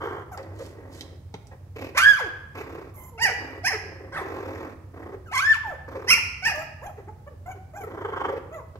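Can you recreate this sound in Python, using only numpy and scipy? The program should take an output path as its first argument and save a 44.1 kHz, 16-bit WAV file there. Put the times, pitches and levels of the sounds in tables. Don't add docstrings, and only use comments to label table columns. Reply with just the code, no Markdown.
import sys
import numpy as np
from scipy import signal
from scipy.fft import rfft, irfft
from scipy.io import wavfile
from scipy.ndimage import uniform_filter1d

SR = 44100
rng = np.random.default_rng(int(sys.argv[2]) if len(sys.argv) > 2 else 0)


def generate_wav(sig):
    pcm = np.round(np.clip(np.atleast_2d(sig).T, -1, 1) * 32767).astype(np.int16)
    wavfile.write(sys.argv[1], SR, pcm)


N = 387638
T = np.arange(N) / SR
TOP_HZ = 15700


def undb(db):
    return 10 ** (np.asarray(db) / 20)


def unit(x):
    return x / np.sqrt(np.mean(x ** 2))


def at_hz(points, hz):
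    point_hz, values = np.transpose(points)
    return np.interp(np.log(hz + 1e-6), np.log(point_hz), values)


def band(x, hz, width):
    b, a = signal.iirpeak(min(hz, SR / 2 - 2000), hz / width, fs=SR)
    once = signal.lfilter(b, a, x)
    return signal.lfilter(b, a, once)


def resonate(source, modes):
    total = 0
    for k, (hz, width, db) in enumerate(modes):
        total = total + (-1) ** k * undb(db) * band(source, hz, width)
    return unit(total)


def wobble(rate, size):
    t = np.arange(size) / SR * rate
    knots = int(t[-1]) + 2
    return unit(np.interp(t, np.arange(knots), rng.standard_normal(knots)))


def gesture(rows, fade):
    s, *columns = np.transpose(rows)
    t = T[(T > s[0] - fade) & (T < s[-1] + fade)]
    from_edge = np.minimum(t - t[0], t[-1] - t)
    gate = np.sin(np.pi / 2 * np.clip(from_edge / fade, 0, 1)) ** 2
    return t, gate, [np.interp(t, s, column) for column in columns]


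def during(t, stretches):
    return sum(strength * np.exp(-((t - s) / length) ** 2) for s, length, strength in stretches)


def layer(sounds):
    out = np.zeros(N)
    for s, x in sounds:
        i = max(int(s * SR), 0)
        out[i:i + len(x)] += x[:N - i]
    return out


def diffuse(size, apart_hz):
    hz = np.arange(size // 2 + 1) * SR / size
    alike = 1 / (1 + (hz / apart_hz) ** 2)
    mid, side = rfft(rng.standard_normal((2, size)))
    signs = np.array([[1], [-1]])
    return hz, (mid * np.sqrt(1 + alike) + signs * side * np.sqrt(1 - alike)) / np.sqrt(2)


def hum(level_db=-45.0, motor_hz=95, motor_db=-52):
    # pitch in Hz, relative level in dB per Hz.
    drone_colour = [(25, -32), (52, -13.5), (70, -7.5), (95, 0), (112, -10.5), (138, -11.5), (200, -22.5),
                    (900, -36.5), (3500, -52.5), (15000, -56)]
    hz, noise = diffuse(N, apart_hz=600)
    drone = unit(irfft(noise * undb(at_hz(drone_colour, hz)), N))
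    motor_phase = 2 * np.pi * np.cumsum(motor_hz * (1 + 0.02206 * wobble(6.9, N))) / SR
    motor = np.sin(motor_phase) * undb(1.2 * wobble(0.79, N))
    return undb(level_db) * drone + undb(motor_db) * motor


def growl(rows, teeth_db, uneven):
    # pitch in Hz, width in Hz, level in dB.
    throat_modes = [(340, 390, -6.5), (556, 305, 1), (1880, 380, -11.5)]
    mouth_modes = [(1009, 564, 9.5), (1360, 1405, -1.5), (3300, 540, -13)]
    teeth_modes = [(2330, 720, 8), (5140, 4500, -14), (12640, 1300, -13)]
    tone_db = 1.5
    chaos, drift, swing = .1, .1, .13
    scatter_db, flap_db = 3.5, 1.0
    t, gate, (db, open_db, flaps, fold_hz) = gesture(rows, fade=0.014)
    size = len(t)
    flutter = 2 * np.pi * np.cumsum(flaps * (1 + uneven * wobble(30, size))) / SR - np.pi / 3
    opening = np.sqrt(np.maximum(1 + 32 / flaps * np.cos(flutter), .01))
    burst = opening * undb(flap_db * wobble(35, size))
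    wander = chaos * wobble(400, size) + drift * wobble(14, size)
    fold_rate = fold_hz * (1 + wander + swing * np.cos(flutter + np.pi / 4))
    cycles = np.cumsum(fold_rate) / SR
    strength = undb(scatter_db * wobble(400, size))
    pulses = unit((np.diff(np.floor(cycles), prepend=0) > 0) * strength)
    tone = unit(np.sin(2 * np.pi * cycles) * strength * burst)
    throat_source = (pulses + rng.standard_normal(size)) * burst
    breath = rng.standard_normal(size) * (1 + np.cos(2 * np.pi * cycles))
    rush = (0.6 * pulses + breath) * burst
    throat = resonate(throat_source, throat_modes)
    mouth = undb(open_db) * resonate(rush, mouth_modes)
    teeth = undb(teeth_db) * resonate(rush, teeth_modes)
    voice = undb(tone_db) * tone + throat + mouth + teeth
    chest = signal.butter(6, 220, "high", fs=SR, output="sos")
    return t[0], signal.sosfilt(chest, voice * undb(db) * gate)


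def bout(s, hold, release, db, open_db, flaps, fold_hz=319.8, fade_db=9.5):
    levels = [(s, db), (s + hold, db), (s + hold + release, db - fade_db)]
    return [(at, level, open_db, flaps, fold_hz) for at, level in levels]


def growl_bouts():
    # start in seconds, hold in seconds, release in seconds, throat level in dB,
    # open-mouth share in dB, hiss through the teeth in dB, flutter in flaps per second.
    bouts = [ (0, 0.072, 0.15, -40, 5, -12.5, 53), (.39, 0.64, .12, -51, -7.5, -16.5, 41),
             (1.767, 0.081, 0.052, -41.5, -7.5, -4.5, 34.8), (2.558, 0.056, 0.036, -43.5, 1.5, -2.5, 41.4),
             (2.65, .14, .11, -46.5, -2.5, -9, 33), (3.391, 0.18, 0.047, -47, -3, -10, 31),
             (3.843, 0.2764, 0.018, -50.5, -7, -30, 27), (4.199, .4, .13, -41, -2, -10.5, 38),
             (4.947, 0.2, 0.025, -46, -4.5, -16, 27.8), (5.888, 0.18, 0.043, -47, 1, -9, 30.5), ]
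    return layer(growl(bout(*shape, flaps), teeth_db, uneven=.22) for *shape, teeth_db, flaps in bouts)


def cry(rows, tract, jitter, air_db, flicker_db, jaw_db=0):
    # centre in seconds, length in seconds, roughness 0-1.
    rasp_times = [(1.995, 0.022, 0.68), (3.297, 0.019, 0.54), (3.717, 0.014, 0.46), (4.196, 0.028, 0.3),
                  (5.372, 0.016, 0.24), (6.085, 0.012, 0.14), (6.512, 0.028, 0.24), (6.163, 0.016, 0.28)]
    # centre in seconds, length in seconds, depth 0-1.
    throb_times = [(2.049, 0.026, 1), (6.155, 0.0079, 1)]
    jaw_hz, jaw_octaves, jaw_rise = 2720, 0.38, 0.14
    t, gate, (hz, db, slope_db) = gesture(rows, fade=.007)
    size = len(t)
    rough = 0.033 + during(t, rasp_times)
    unsteady = jitter * wobble(160.8, size) + 0.089 * rough * wobble(900, size)
    hz = uniform_filter1d(hz, size=200) * (1 + unsteady)
    phase = 2 * np.pi * np.cumsum(hz) / SR
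    k = np.arange(1, 25, .5)[:, None]
    partial_hz = k * hz
    flicker = flicker_db * np.array([wobble(114.8, size) for _ in k])
    effort = undb(db - db.max())
    jaw_centre = jaw_hz * (1 + jaw_rise * (effort - 1))
    jaw = jaw_db * effort * np.exp(-(np.log2(partial_hz / jaw_centre) / jaw_octaves) ** 2)
    gain_db = at_hz(tract, partial_hz) + jaw + slope_db * np.log2(k) + flicker
    gains = undb(gain_db) * (partial_hz < TOP_HZ)
    gains = gains * np.where(k % 1, rough, 1)
    gains = gains / np.sqrt(np.sum(gains ** 2, axis=0) / 2)
    voice = np.sum(gains * np.sin(k * phase), axis=0)
    voice = voice * (1 + 0.43 * rough * wobble(900, size))
    throb = np.cos(2 * np.pi * np.cumsum(116.4 * (1 + 0.22 * wobble(78, size))) / SR)
    voice = voice * (1 + during(t, throb_times) * throb)
    air = rfft(rng.standard_normal(size) * (1 + np.cos(phase)))
    air = unit(irfft(air * undb(at_hz(tract, np.arange(len(air)) * SR / size)), size))
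    return t[0], (voice + undb(air_db + slope_db) * air) * gate * undb(db)


def pressed(rows, slope_db):
    t, hz, db = np.transpose(rows)
    brighten = 0.21
    return np.column_stack([t, hz, db, slope_db + brighten * (db - db.max())])


def arch(s, rise, fall, first_hz, top_hz, last_hz, bend=1.6):
    t = np.linspace(s, s + rise + fall, 80)
    away = np.interp(t, [s, s + rise, s + rise + fall], [1, 0, 1]) ** bend
    return t, top_hz + away * (np.where(t < s + rise, first_hz, last_hz) - top_hz)


def whimper(s, rise, fall, first_hz, top_hz, last_hz, db, slope_db):
    t, hz = arch(s, rise, fall, first_hz, top_hz, last_hz)
    effort = np.interp(t, [s, s + rise, t[-1]], [-5, 0, -3.5])
    return np.column_stack([t, hz, db + effort, np.full_like(t, slope_db)])


def whimpers():
    # start in seconds, rise in seconds, fall in seconds, first pitch in Hz,
    # pitch at the turn in Hz, last pitch in Hz, level at the turn in dB, overtone slope in dB per octave.
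    soft_cries = [ (0.317, 0.0038, 0.031, 868, 778, 623, -39, 3),
                  (2.942, 0.034, 0.12, 1201, 1040, 1021, -49.5, 9),
                  (3.123, 0.031, 0.052, 514, 445, 456, -47.5, -13),
                  (5.263, 0.035, 0.079, 1600, 1275, 1310, -47.5, -0.5),
                  (5.638, 0.014, 0.091, 1043, 889, 491, -35, 0.5),
                  (6.54, 0.018, 0.074, 604, 609, 664, -36, 2.5),
                  (6.822, 0.054, 0.022, 454.4, 817, 630, -37, 1),
                  (7.078, 0.014, 0.01, 358, 432, 434, -40.5, -2.5),
                  (7.269, 0.0097, 0.0097, 552, 588, 582, -41, -2),
                  (7.463, 0.048, 0.01, 690.5, 772, 733, -36, 1),
                  (7.74, 0.041, 0.066, 600, 823, 637, -38, 2.5),
                  (8.518, 0.024, 0.069, 591, 665, 460, -39, -0.5), ]
    # pitch in Hz, level in dB.
    nose = [(450, 1.5), (850, 6.5), (1150, 0.5), (1500, -14), (2200, -15), (4500, -50), (7000, -29),
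            (9000, -56.5), (11500, -27.5), (15000, -49.5)]
    return layer(cry(whimper(*row), nose, jitter=0.013, air_db=-13.5, flicker_db=5.5)
                 for row in soft_cries)


def click(hz, db):
    t = T[:SR // 30]
    return undb(db) * unit(band(rng.standard_normal(len(t)), hz, hz)) * np.exp(-t / 0.0029)


def clicks():
    # start in seconds, pitch in Hz, level in dB.
    ticks = [(.375, 4660, -42), (.429, 3000, -49), (1.009, 3970, -31.5), (1.341, 2300, -34.5),
             (1.47, 5800, -49.5)]
    return layer((s, click(hz, db)) for s, hz, db in ticks)


def grunts():
    # start in seconds, basic rate of the vocal folds in Hz, throat level in dB.
    single_grunts = [(0.378, 637, -43), (0.598, 563, -47), (1.521, 674, -52.5), (5.955, 450, -43),
                     (6.981, 366, -52), (7.315, 408, -61.5), (7.556, 422, -55.5)]
    sounds = []
    for s, fold_hz, db in single_grunts:
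        rows = [(s, db, -6, 10, fold_hz), (s + 0.055, db, -10, 10, fold_hz)]
        sounds.append(growl(rows, teeth_db=-15, uneven=0))
    return layer(sounds)


def scuffs():
    # centre in seconds, length in seconds, level in dB.
    slides = [(0.642, 0.069, -55), (0.975, 0.051, -52)]
    grains = rng.standard_normal(N) * undb(4.3 * wobble(270, N))
    loudness = during(T, [(s, length, undb(db)) for s, length, db in slides])
    return unit(band(grains, 3700, 9300)) * loudness


def bump(db):
    t = T[:SR // 10]
    return undb(db) * unit(band(rng.standard_normal(len(t)), 230, 590)) * np.exp(-t / 0.0074)


def bumps():
    # start in seconds, level in dB.
    thumps = [(1.34, -28), (8.756, -35.5)]
    return layer((s, bump(db)) for s, db in thumps)


def squeal(rows):
    hz = np.transpose(rows)[1]
    return pressed(rows, np.interp(hz, (1460, 1650), [-2, -11]))


def squeals():
    # time in seconds, pitch in Hz, level in dB.
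    long_squeals = [
        [(1.952, 485, -33.5), (1.968, 627, -32.5), (1.976, 1073, -17), (2.015, 1500, -21.5), (2.055, 1647, -16),
         (2.087, 1659, -13), (2.113, 1650, -15.5), (2.133, 1585, -20.5), (2.158, 1449, -36), (2.197, 928, -31),
         (2.208, 542.4, -30.5), (2.28, 317.7, -42)],
        [(5.318, 702, -37), (5.342, 1150, -28), (5.362, 1011, -25.5), (5.392, 1112, -22), (5.415, 1495, -27.5),
         (5.472, 1760, -21.5), (5.497, 1782, -19.5), (5.519, 1720, -14), (5.528, 1598, -27.5),
         (5.545, 1256, -32), (5.568, 867, -38)],
    ]
    # pitch in Hz, level in dB.
    half_shut = [(450, -8.5), (1100, -8.5), (1750, -5), (2350, -4.5), (3300, -17), (5200, -17), (6700, -15),
                 (8600, -25.5), (11500, -11), (15000, -42)]
    return layer(cry(squeal(rows), half_shut, jitter=0.0098, air_db=-18.5, flicker_db=3.5)
                 for rows in long_squeals)


def yelps():
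    # time in seconds, pitch in Hz, level in dB.
    short_yelps = [
        [(3.182, 674, -42), (3.212, 909, -29.5), (3.228, 945.5, -20), (3.244, 1003, -16.5), (3.26, 825, -20.5),
         (3.279, 762, -26), (3.294, 515, -30.5), (3.322, 455, -33.5)],
        [(3.636, 654, -42), (3.651, 802, -24.5), (3.662, 826, -21), (3.685, 1067, -23), (3.7, 815, -35),
         (3.718, 759, -28.5), (3.735, 439, -31.5), (3.758, 400.5, -32)],
        [(6.428, 734, -36.5), (6.446, 746, -30.5), (6.461, 887, -18), (6.474, 938.4, -22.5), (6.489, 815, -24),
         (6.513, 840, -28), (6.527, 628, -35)],
    ]
    # time in seconds, pitch in Hz, level in dB.
    shriek = [(6.076, 879, -38.5), (6.086, 998, -23), (6.104, 1047, -13), (6.112, 1424, -14.5),
              (6.126, 1341, -15.5), (6.133, 1234, -12), (6.14, 1123, -16.5), (6.149, 970, -30.5),
              (6.157, 1312, -26.5), (6.167, 1146, -29.5), (6.178, 887, -29.5)]
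    # pitch in Hz, level in dB.
    open_throat = [(450, -0.5), (750, -5.5), (1100, -11.5), (1900, 3.5), (2700, -3), (3550, -33.5),
                   (4600, -13), (5400, -8), (6800, -22), (8600, -29), (11500, -22), (15000, -42.5)]
    sounds = [cry(pressed(rows, 0), open_throat, jitter=.012, air_db=-18, flicker_db=4.5)
              for rows in short_yelps]
    sounds.append(cry(pressed(shriek, 3), open_throat, jitter=.005, air_db=-24, flicker_db=3.5, jaw_db=8))
    return layer(sounds)


def yap():
    # time in seconds, pitch in Hz, level in dB.
    hoarse_yap = [(4.126, 494, -40), (4.138, 563, -35), (4.153, 478.6, -35), (4.168, 710, -32.5),
                  (4.184, 535.6, -33), (4.216, 484, -38)]
    # pitch in Hz, level in dB.
    bared = [(500, -0.5), (1050, 6.5), (1450, 3.5), (2100, -2), (2700, -19), (3600, -22), (4800, -21),
             (7000, -30), (12000, -31), (15000, -43.5)]
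    return layer([cry(pressed(hoarse_yap, 0), bared, jitter=0.0203, air_db=-7, flicker_db=6.5)])


def long_growl():
    # time in seconds, throat level in dB, open-mouth share in dB,
    # flutter in flaps per second, basic rate of the vocal folds in Hz.
    last_growl = [(7.816, -48, -8.5, 28.6, 340), (8.03, -42.5, 4.5, 27.7, 365), (8.13, -42, 7, 25.9, 365.4),
                  (8.25, -41.5, 9.5, 24.6, 374), (8.3, -35.5, 2.5, 25.1, 432.2),
                  (8.335, -38.5, -8, 25, 486.7), (8.38, -39, -18, 21, 376), (8.405, -44, -21, 12.6, 340)]
    return layer([growl(last_growl, teeth_db=-16.5, uneven=0.0397)])


def room(x, tail_db, early_db, lead_ms):
    # pitch in Hz, time to fade by 60 dB in seconds.
    ring_times = [(400, 0.88), (2000, 0.79), (5500, 0.62), (13000, 0.38)]
    t = T[:SR]
    hz, noise = diffuse(SR, apart_hz=600)
    tail = 0
    for centre, t60 in ring_times:
        share = at_hz([(f, f == centre) for f, _ in ring_times], hz)
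        tail = tail + irfft(noise * share, SR) * np.exp(-np.log(1000) * t / t60)
    tail = unit(tail * np.clip((t - .006) / 0.0023, 0, 1))
    early_noise = irfft(diffuse(SR, apart_hz=710)[1], SR)
    early = unit(early_noise * np.exp(-t / 0.011) * (t > .002))
    answer = (undb(tail_db) * tail + undb(early_db) * early) / np.sqrt(SR)
    echoes = signal.fftconvolve(x[None], answer, axes=1)[:, :N]
    return np.array([x, np.roll(x, int(lead_ms * SR / 1000))]) + echoes


def scene():
    low = growl_bouts() + clicks() + grunts() + scuffs() + bumps() + long_growl()
    thin = whimpers() + squeals()
    cries = yelps() + yap()
    return (room(low, tail_db=-8.5, early_db=-5, lead_ms=0.18)
            + room(thin, tail_db=-8.0, early_db=-3.5, lead_ms=.15)
            + room(cries, tail_db=-6.5, early_db=-3.5, lead_ms=.13) + hum())


def record(dry):
    # pitch in Hz, left minus right in dB.
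    left_minus_right = [(2800, -1.4), (5200, -10), (7500, -6.5), (12000, -6)]
    balance = at_hz(left_minus_right, np.arange(N // 2 + 1) * SR / N)
    ports = irfft(rfft(dry) * undb(np.array([balance, -balance]) / 2), N)
    top_cut = signal.ellip(10, .2, 80, TOP_HZ, fs=SR, output="sos")
    return signal.sosfilt(top_cut, np.clip(ports, -.85, .85))


dry = scene()
out = record(dry)
generate_wav(out)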